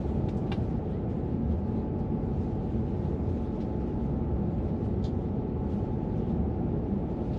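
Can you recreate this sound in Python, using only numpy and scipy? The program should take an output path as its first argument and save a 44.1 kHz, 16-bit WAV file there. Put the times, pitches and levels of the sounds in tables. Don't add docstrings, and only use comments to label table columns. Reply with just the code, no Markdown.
import sys
import numpy as np
from scipy import signal
from scipy.fft import rfft, irfft
from scipy.io import wavfile
from scipy.ndimage import uniform_filter1d

SR = 44100
rng = np.random.default_rng(int(sys.argv[2]) if len(sys.argv) > 2 else 0)


def waveform_to_disk(signal):
    frames = np.transpose(np.atleast_2d(signal))
    scaled = np.clip(frames, -1, 1) * 32767
    samples = np.round(scaled).astype(np.int16)
    wavfile.write(sys.argv[1], SR, samples)


def voltage_ratio(decibels):
    exponent = np.asarray(decibels, float) / 20
    return 10 ** exponent


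N = 325634


def evened(x):
    return x / np.sqrt(np.mean(x ** 2) + 1e-20)


def along(rows):
    s, *columns = np.transpose(rows)
    return [np.interp(np.arange(N) / SR, s, c) for c in columns]


def drift(rate, count):
    knots = rng.standard_normal((count, 300))
    at = np.arange(N) / SR * rate
    return [np.interp(at, np.arange(knots.shape[1]), row) for row in knots]


def shape(points, size):
    hz = np.fft.rfftfreq(size, 1 / SR)
    f, db = np.transpose(points)
    return hz, np.interp(np.log(hz + 1), np.log(f + 1), db)


def noise(shape_db, size, patchy_db, patch_s, patch_hz):
    hop = size // 4
    a, b, patches = rng.standard_normal((N // hop + 5, size // 2 + 1, 3)).T
    patches = uniform_filter1d(patches, max(1, round(patch_hz * size / SR)), 0)
    patches = evened(uniform_filter1d(patches, max(1, round(patch_s * SR / hop)), 1))
    z = (a + 1j * b) * voltage_ratio(shape_db[:, None] + patchy_db * patches)
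    return evened(signal.istft(z, nperseg=size, noverlap=size - hop)[1][:N])


def swell(s, top_db, rise, fall):
    t = np.arange(N) / SR - s
    return voltage_ratio(2 * top_db + 20 * np.minimum(t / rise, -t / fall))


def burst(s, level_db, centre_hz, width, rise, t60, wide_db=-14):
    out = np.zeros(N + SR)
    t = np.arange(SR // 2) / SR
    hz = np.fft.rfftfreq(len(t), 1 / SR)
    snap = voltage_ratio(wide_db) / (1 + (hz / 6000) ** 4) / (1 + (500 / (hz + 1)) ** 4)
    ring = 1 / (1 + (2 * (hz - centre_hz) / width) ** 4)
    hiss = evened(irfft(rfft(rng.standard_normal(len(t))) * (ring + snap), len(t)))
    envelope = (1 - np.exp(-t / rise)) * voltage_ratio(level_db - 60 * t / t60)
    out[round(s * SR):][:len(t)] = hiss * envelope
    return out[:N]


def shell_db(hz):
    # f/Hz, width/Hz, gain/dB
    resonances = [(120.4, 18, 5.5), (200, 5.4, 4.5), (223, 5.2, 2), (230.6, 10, 3.5), (353.2, 14, 6),
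                  (426, 14, 2.5), (451, 24, 1.5), (613, 68, 2)]
    return sum(gain_db / (1 + (2 * (hz - f) / width) ** 2) for f, width, gain_db in resonances)


def roar():
    # f/Hz, relative density/dB per Hz
    roar_spectrum = [(20, -29.5), (33, -23), (48, -7.5), (80, -7), (105, -5.5), (220, -5.5), (290, -11),
                     (400, -13), (480, -15.5), (700, -24), (870, -25), (930, -29.5), (1100, -33.5),
                     (1500, -39.5), (2500, -48), (5000, -69), (12000, -110)]
    # t/s, level/dB rms
    roar_level = [(0, -31.5), (1.3, -33.5), (3.8, -33), (4.3, -32.5), (5.3, -33.5), (6.3, -32.5),
                  (7.38, -33)]
    hz, db = shape(roar_spectrum, size=8192)
    rolling = noise(db + shell_db(hz), size=8192, patchy_db=1.5, patch_s=.25, patch_hz=30)
    return voltage_ratio(along(roar_level)[0]) * rolling


def boom(centre_hz=76.3, wander_hz=9.1, calm_db=-44.5):
    # t/s at the top, level/dB rms at the top
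    jolts = [(.07, -32), (.61, -33), (1.51, -28), (2.4, -32), (2.79, -42), (3.29, -31), (3.81, -33.5),
             (4.11, -33), (4.34, -30.5), (4.62, -37), (5.04, -35.5), (5.66, -35.5), (6.44, -30.5),
             (6.82, -44), (7.02, -36.5)]
    hz = centre_hz + wander_hz * drift(22., count=1)[0]
    power = voltage_ratio(2 * calm_db) + sum(swell(s, db, rise=.12, fall=.099) for s, db in jolts)
    return np.sqrt(2 * power) * np.sin(2 * np.pi * np.cumsum(hz) / SR)


def wheels(waver_db=2.2, waver_rad=1.1, rate=2.2):
    # t/s, turning rate/turns per second
    wheel_speed = [(0, 11.46), (1.48, 11.497), (2.95, 11.536), (4.43, 11.568), (5.4, 11.605), (5.9, 11.65),
                   (6.5, 11.745), (7.38, 11.79)]
    # multiple of the turning rate, level/dB rms ahead of waver and shell
    orders = [(2, -59.5), (3, -59.5), (4, -57), (5, -43.5), (6, -55), (7, -49.5), (8, -43), (10, -51),
              (11, -58.5), (12, -48), (13, -62.5), (14, -44.5), (15, -46.5), (16, -58.5), (17, -47),
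              (18, -47.5), (19, -49), (20, -47), (22, -58), (23, -48.5), (24, -63), (25, -56), (26, -52),
              (27, -54), (28, -52.5), (29, -57), (30, -55), (31, -55), (32, -56.5), (33, -64.5),
              (34, -62.5), (35, -54), (36, -64.5), (37, -58), (38, -56.5), (42, -54.5), (43, -67),
              (44, -67.5), (45, -73.5), (47, -64), (48, -63), (50, -69.5), (52, -73.5), (53, -77),
              (54, -73), (55, -70.5), (57, -67), (58, -73)]
    speed = along(wheel_speed)[0]
    turns = 2 * np.pi * np.cumsum(speed) / SR
    level, slip = drift(rate, count=len(orders)), drift(rate, count=len(orders))
    start = 2 * np.pi * rng.random(len(orders))
    out = np.zeros(N)
    for (k, db), u, v, p in zip(orders, level, slip, start):
        gain_db = np.repeat(shell_db(k * speed[::100]), 100)[:N]
        loudness = np.sqrt(2) * voltage_ratio(db + waver_db * u + gain_db)
        out += loudness * np.cos(k * turns + waver_rad * v + p)
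    return out


def whines(rate=3., waver_db=1.2, waver_rad=.25):
    # f/Hz, level/dB rms ahead of the waver
    machinery = [(45.1, -50), (652.7, -66), (743.6, -65), (819.4, -63.5), (832.4, -67), (841.8, -67),
                 (847.9, -67), (934.7, -74), (1200.3, -78), (1309.7, -71), (1402.3, -84)]
    t = np.arange(N) / SR
    level, slip = drift(rate, count=len(machinery)), drift(rate, count=len(machinery))
    start = 2 * np.pi * rng.random(len(machinery))
    out = np.zeros(N)
    for (hz, db), u, v, p in zip(machinery, level, slip, start):
        loudness = np.sqrt(2) * voltage_ratio(db + waver_db * u)
        out += loudness * np.cos(2 * np.pi * hz * t + waver_rad * v + p)
    return out


def twins(rate=4., waver_db=.7, waver_rad=.2):
    # f/Hz, level/dB rms ahead of beating and waver, second engine's share/0-1, one dip/s
    shared_tones = [(738.6, -59.5, .45, 4.55), (756.4, -58.3, .45, 5.3), (773.3, -65, .7, 5.55),
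                    (859.7, -55.5, .22, 4.95)]
    # t/s, rate/beats per second
    beat_rate = [(0, .44), (7.38, .57)]
    t = np.arange(N) / SR
    beats = 2 * np.pi * np.cumsum(along(beat_rate)[0]) / SR
    level, slip = drift(rate, count=len(shared_tones)), drift(rate, count=len(shared_tones))
    start = 2 * np.pi * rng.random(len(shared_tones))
    out = np.zeros(N)
    for (hz, db, share, dip), u, v, p in zip(shared_tones, level, slip, start):
        beating = abs(1 - share * np.exp(1j * (beats - beats[round(dip * SR)])))
        loudness = np.sqrt(2) * voltage_ratio(db + waver_db * u) * beating
        out += loudness * np.cos(2 * np.pi * hz * t + waver_rad * v + p)
    return out


def rustle(dull_db=-69, dull_share=0.47, corner_hz=3500, flicker_db=1.5, flickers_per_s=27):
    # f/Hz, relative density/dB per Hz
    rustle_spectrum = [(700, -26), (1500, -8), (2500, -7), (3700, -7.5), (5000, -11), (7000, -13.5),
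                       (8600, -21), (9800, -18.5), (11200, -36.5), (14000, -74.5)]
    # t/s, level/dB rms
    calm_level = [(0, -70.5), (.25, -79.5), (.7, -74.5), (.85, -88.5), (2.1, -91), (2.4, -82.5), (3.6, -78),
                  (4.05, -81), (4.2, -85), (4.7, -83.5), (5.15, -81), (5.6, -89), (6.1, -82), (6.6, -86),
                  (7.0, -83), (7.38, -74)]
    # t/s at the top, level/dB rms at the top, rise/s per 10 dB, fall/s per 10 dB
    flurries = [(.075, -71.5, .02, 0.069), (0.921, -76, .12, 0.082), (1.1, -74.5, 0.014, 0.13),
                (1.3, -78, 0.067, .07), (1.52, -73.5, 0.046, 0.067), (1.7, -74, 0.055, .07),
                (1.76, -75.5, .012, 0.069), (1.989, -77.5, .008, 0.082), (2.429, -76, 0.25, 0.22),
                (2.72, -75, .05, .15), (3.07, -72.5, .15, 0.086), (3.301, -75, 0.046, 0.062),
                (3.46, -75.5, .08, .03), (3.805, -75, .012, .06), (3.88, -74.5, .02, 0.048),
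                (4.04, -77, 0.033, .07), (4.54, -81, 0.046, .12), (4.656, -77.5, 0.035, 0.17),
                (4.85, -73.5, .06, .05), (5.72, -71.5, .08, .17), (6.181, -73.5, 0.037, 0.044),
                (6.3, -77, .03, 0.045), (7.11, -77, .01, 0.044)]
    power = voltage_ratio(2 * along(calm_level)[0]) + sum(swell(*row) for row in flurries)
    unrest_db = 10 * np.log10(power) + flicker_db * drift(flickers_per_s, count=1)[0]
    hz, db = shape(rustle_spectrum, size=512)
    high = 1 / (1 + (corner_hz / (hz + 1)) ** 4)
    bright_shape = db + 10 * np.log10(high)
    dull_shape = db + 10 * np.log10(1 - high + 1e-9)
    bright = noise(bright_shape, size=512, patchy_db=2.2, patch_s=.025, patch_hz=2000)
    dull = noise(dull_shape, size=512, patchy_db=2.0, patch_s=.04, patch_hz=800)
    dull_level = dull_db + dull_share * (unrest_db - unrest_db.mean())
    return voltage_ratio(unrest_db) * bright + voltage_ratio(dull_level) * dull


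def clicks():
    # t/s, level/dB ahead of rise and decay, centre f/Hz, width/Hz, rise time constant/s
    bursts = [(0.285, -53.5, 2500, 8000, .002), (.368, -61, 5330, 7000, .0012),
              (.464, -60, 2980, 3000, .003), (0.518, -47.5, 2810, 4500, .001),
              (0.5185, -66, 9000, 5000, .0006), (0.538, -57.5, 2950, 3000, 0.0022),
              (1.9964, -67, 3800, 2000, 0.0017), (3.2914, -66, 3540, 3000, .0023),
              (3.6, -51, 3000, 5000, 0.011), (6.285, -62, 3500, 2030, .0043),
              (7.33, -56.5, 3600, 3000, 0.0051), (7.365, -59.5, 4060, 3900, .003)]
    return sum(burst(*row, t60=.16) for row in bursts)


def knocks(rise_s=.0004):
    # t/s, strength/dB
    blows = [(.285, -58), (.289, -56), (.5173, -43), (.5212, -47), (.5275, -49), (.5385, -55)]
    # f/Hz, level/dB on top of the blow, t60/s
    modes = [(420, 7, .04), (640, 9, .035), (790, 13, .045), (1130, 7, .04), (1370, -1, .04),
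             (1600, 4, .04), (2010, 0, .035), (2340, 3, .045), (2760, 5, .04), (3090, 1, .04),
             (3600, 5, .03), (3950, 0, .035), (4500, -3, .03)]
    out = np.zeros(N)
    t = np.arange(SR // 5) / SR
    contact = 1 - np.exp(-(t / rise_s) ** 2)
    chances = rng.standard_normal((len(blows), len(modes)))
    for (s, blow_db), chance in zip(blows, chances):
        for (hz, db, t60), u in zip(modes, chance):
            decay = voltage_ratio(blow_db + db + 1.5 * u - 60 * t / t60)
            ring = decay * np.sin(2 * np.pi * hz * (1 + .012 * u) * t)
            out[round(s * SR):][:len(t)] += contact * ring
    return out


def surges(wander_hz=7.93):
    # t/s at the top, level/dB rms at the top, f/Hz
    drones = [(.4, -41, 215), (.62, -34.5, 110), (1.75, -38, 225), (2.22, -34.5, 224), (2.78, -35.5, 222),
              (3.4, -38.5, 222), (4.1, -36, 135), (4.17, -36.5, 232), (5.75, -38.5, 205), (6.3, -39, 225),
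              (6.95, -35.5, 200)]
    t = np.arange(N) / SR
    wander = 2 * np.pi * np.cumsum(wander_hz * drift(20., count=1)[0]) / SR
    out = np.zeros(N)
    for s, db, hz in drones:
        loudness = np.sqrt(2 * swell(s, db, rise=.1, fall=.12))
        out += loudness * np.sin(2 * np.pi * hz * t + wander)
    return out


def squeak(rough_db=1.6, wobble_hz=9):
    start_s, length_s, release_s = .868, .11, .012
    low_hz, high_hz = 1540, 2035
    start_db, top_db = -72, -66.5
    t = np.arange(N) / SR - start_s
    climb = np.sin(np.pi / 2 * np.clip(t / length_s, 0, 1))
    hz = low_hz + (high_hz - low_hz) * climb ** 2
    db = start_db + (top_db - start_db) * climb
    outside_s = np.maximum(np.maximum(t - length_s, -t), 0)
    db = db - 10 * outside_s / release_s
    grip = evened(uniform_filter1d(rng.standard_normal(N), size=400))
    hz = hz + wobble_hz * evened(uniform_filter1d(rng.standard_normal(N), size=200))
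    return np.sqrt(2) * voltage_ratio(db + rough_db * grip) * np.sin(2 * np.pi * np.cumsum(hz) / SR)


def rattle():
    # t/s, strength/dB
    shakes = [(5.024, -65), (5.038, -49.5), (5.049, -54), (5.062, -58), (5.076, -64)]
    # level/dB on top of the shake, centre f/Hz, width/Hz, t60/s
    bands = [(-13, 2000, 1300, .19), (0, 3500, 900, .135), (-2, 4400, 1400, .125), (-8, 6400, 2000, .11)]
    out = np.zeros(N)
    for s, shake_db in shakes:
        for db, hz, width, t60 in bands:
            out += burst(s, shake_db + db, hz, width, rise=.0035, t60=t60)
    return out


def scene():
    steady = roar() + boom() + wheels() + whines() + twins()
    passing = rustle() + clicks() + knocks() + surges() + squeak() + rattle()
    return (steady + passing)[None]


def low_pass(x):
    return signal.sosfilt(signal.butter(12, 11370, fs=SR, output="sos"), x)


def record(dry):
    soft = np.minimum(np.arange(N) / (.004 * SR), 1)
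    return low_pass(dry * soft)


dry = scene()
out = record(dry)
waveform_to_disk(out)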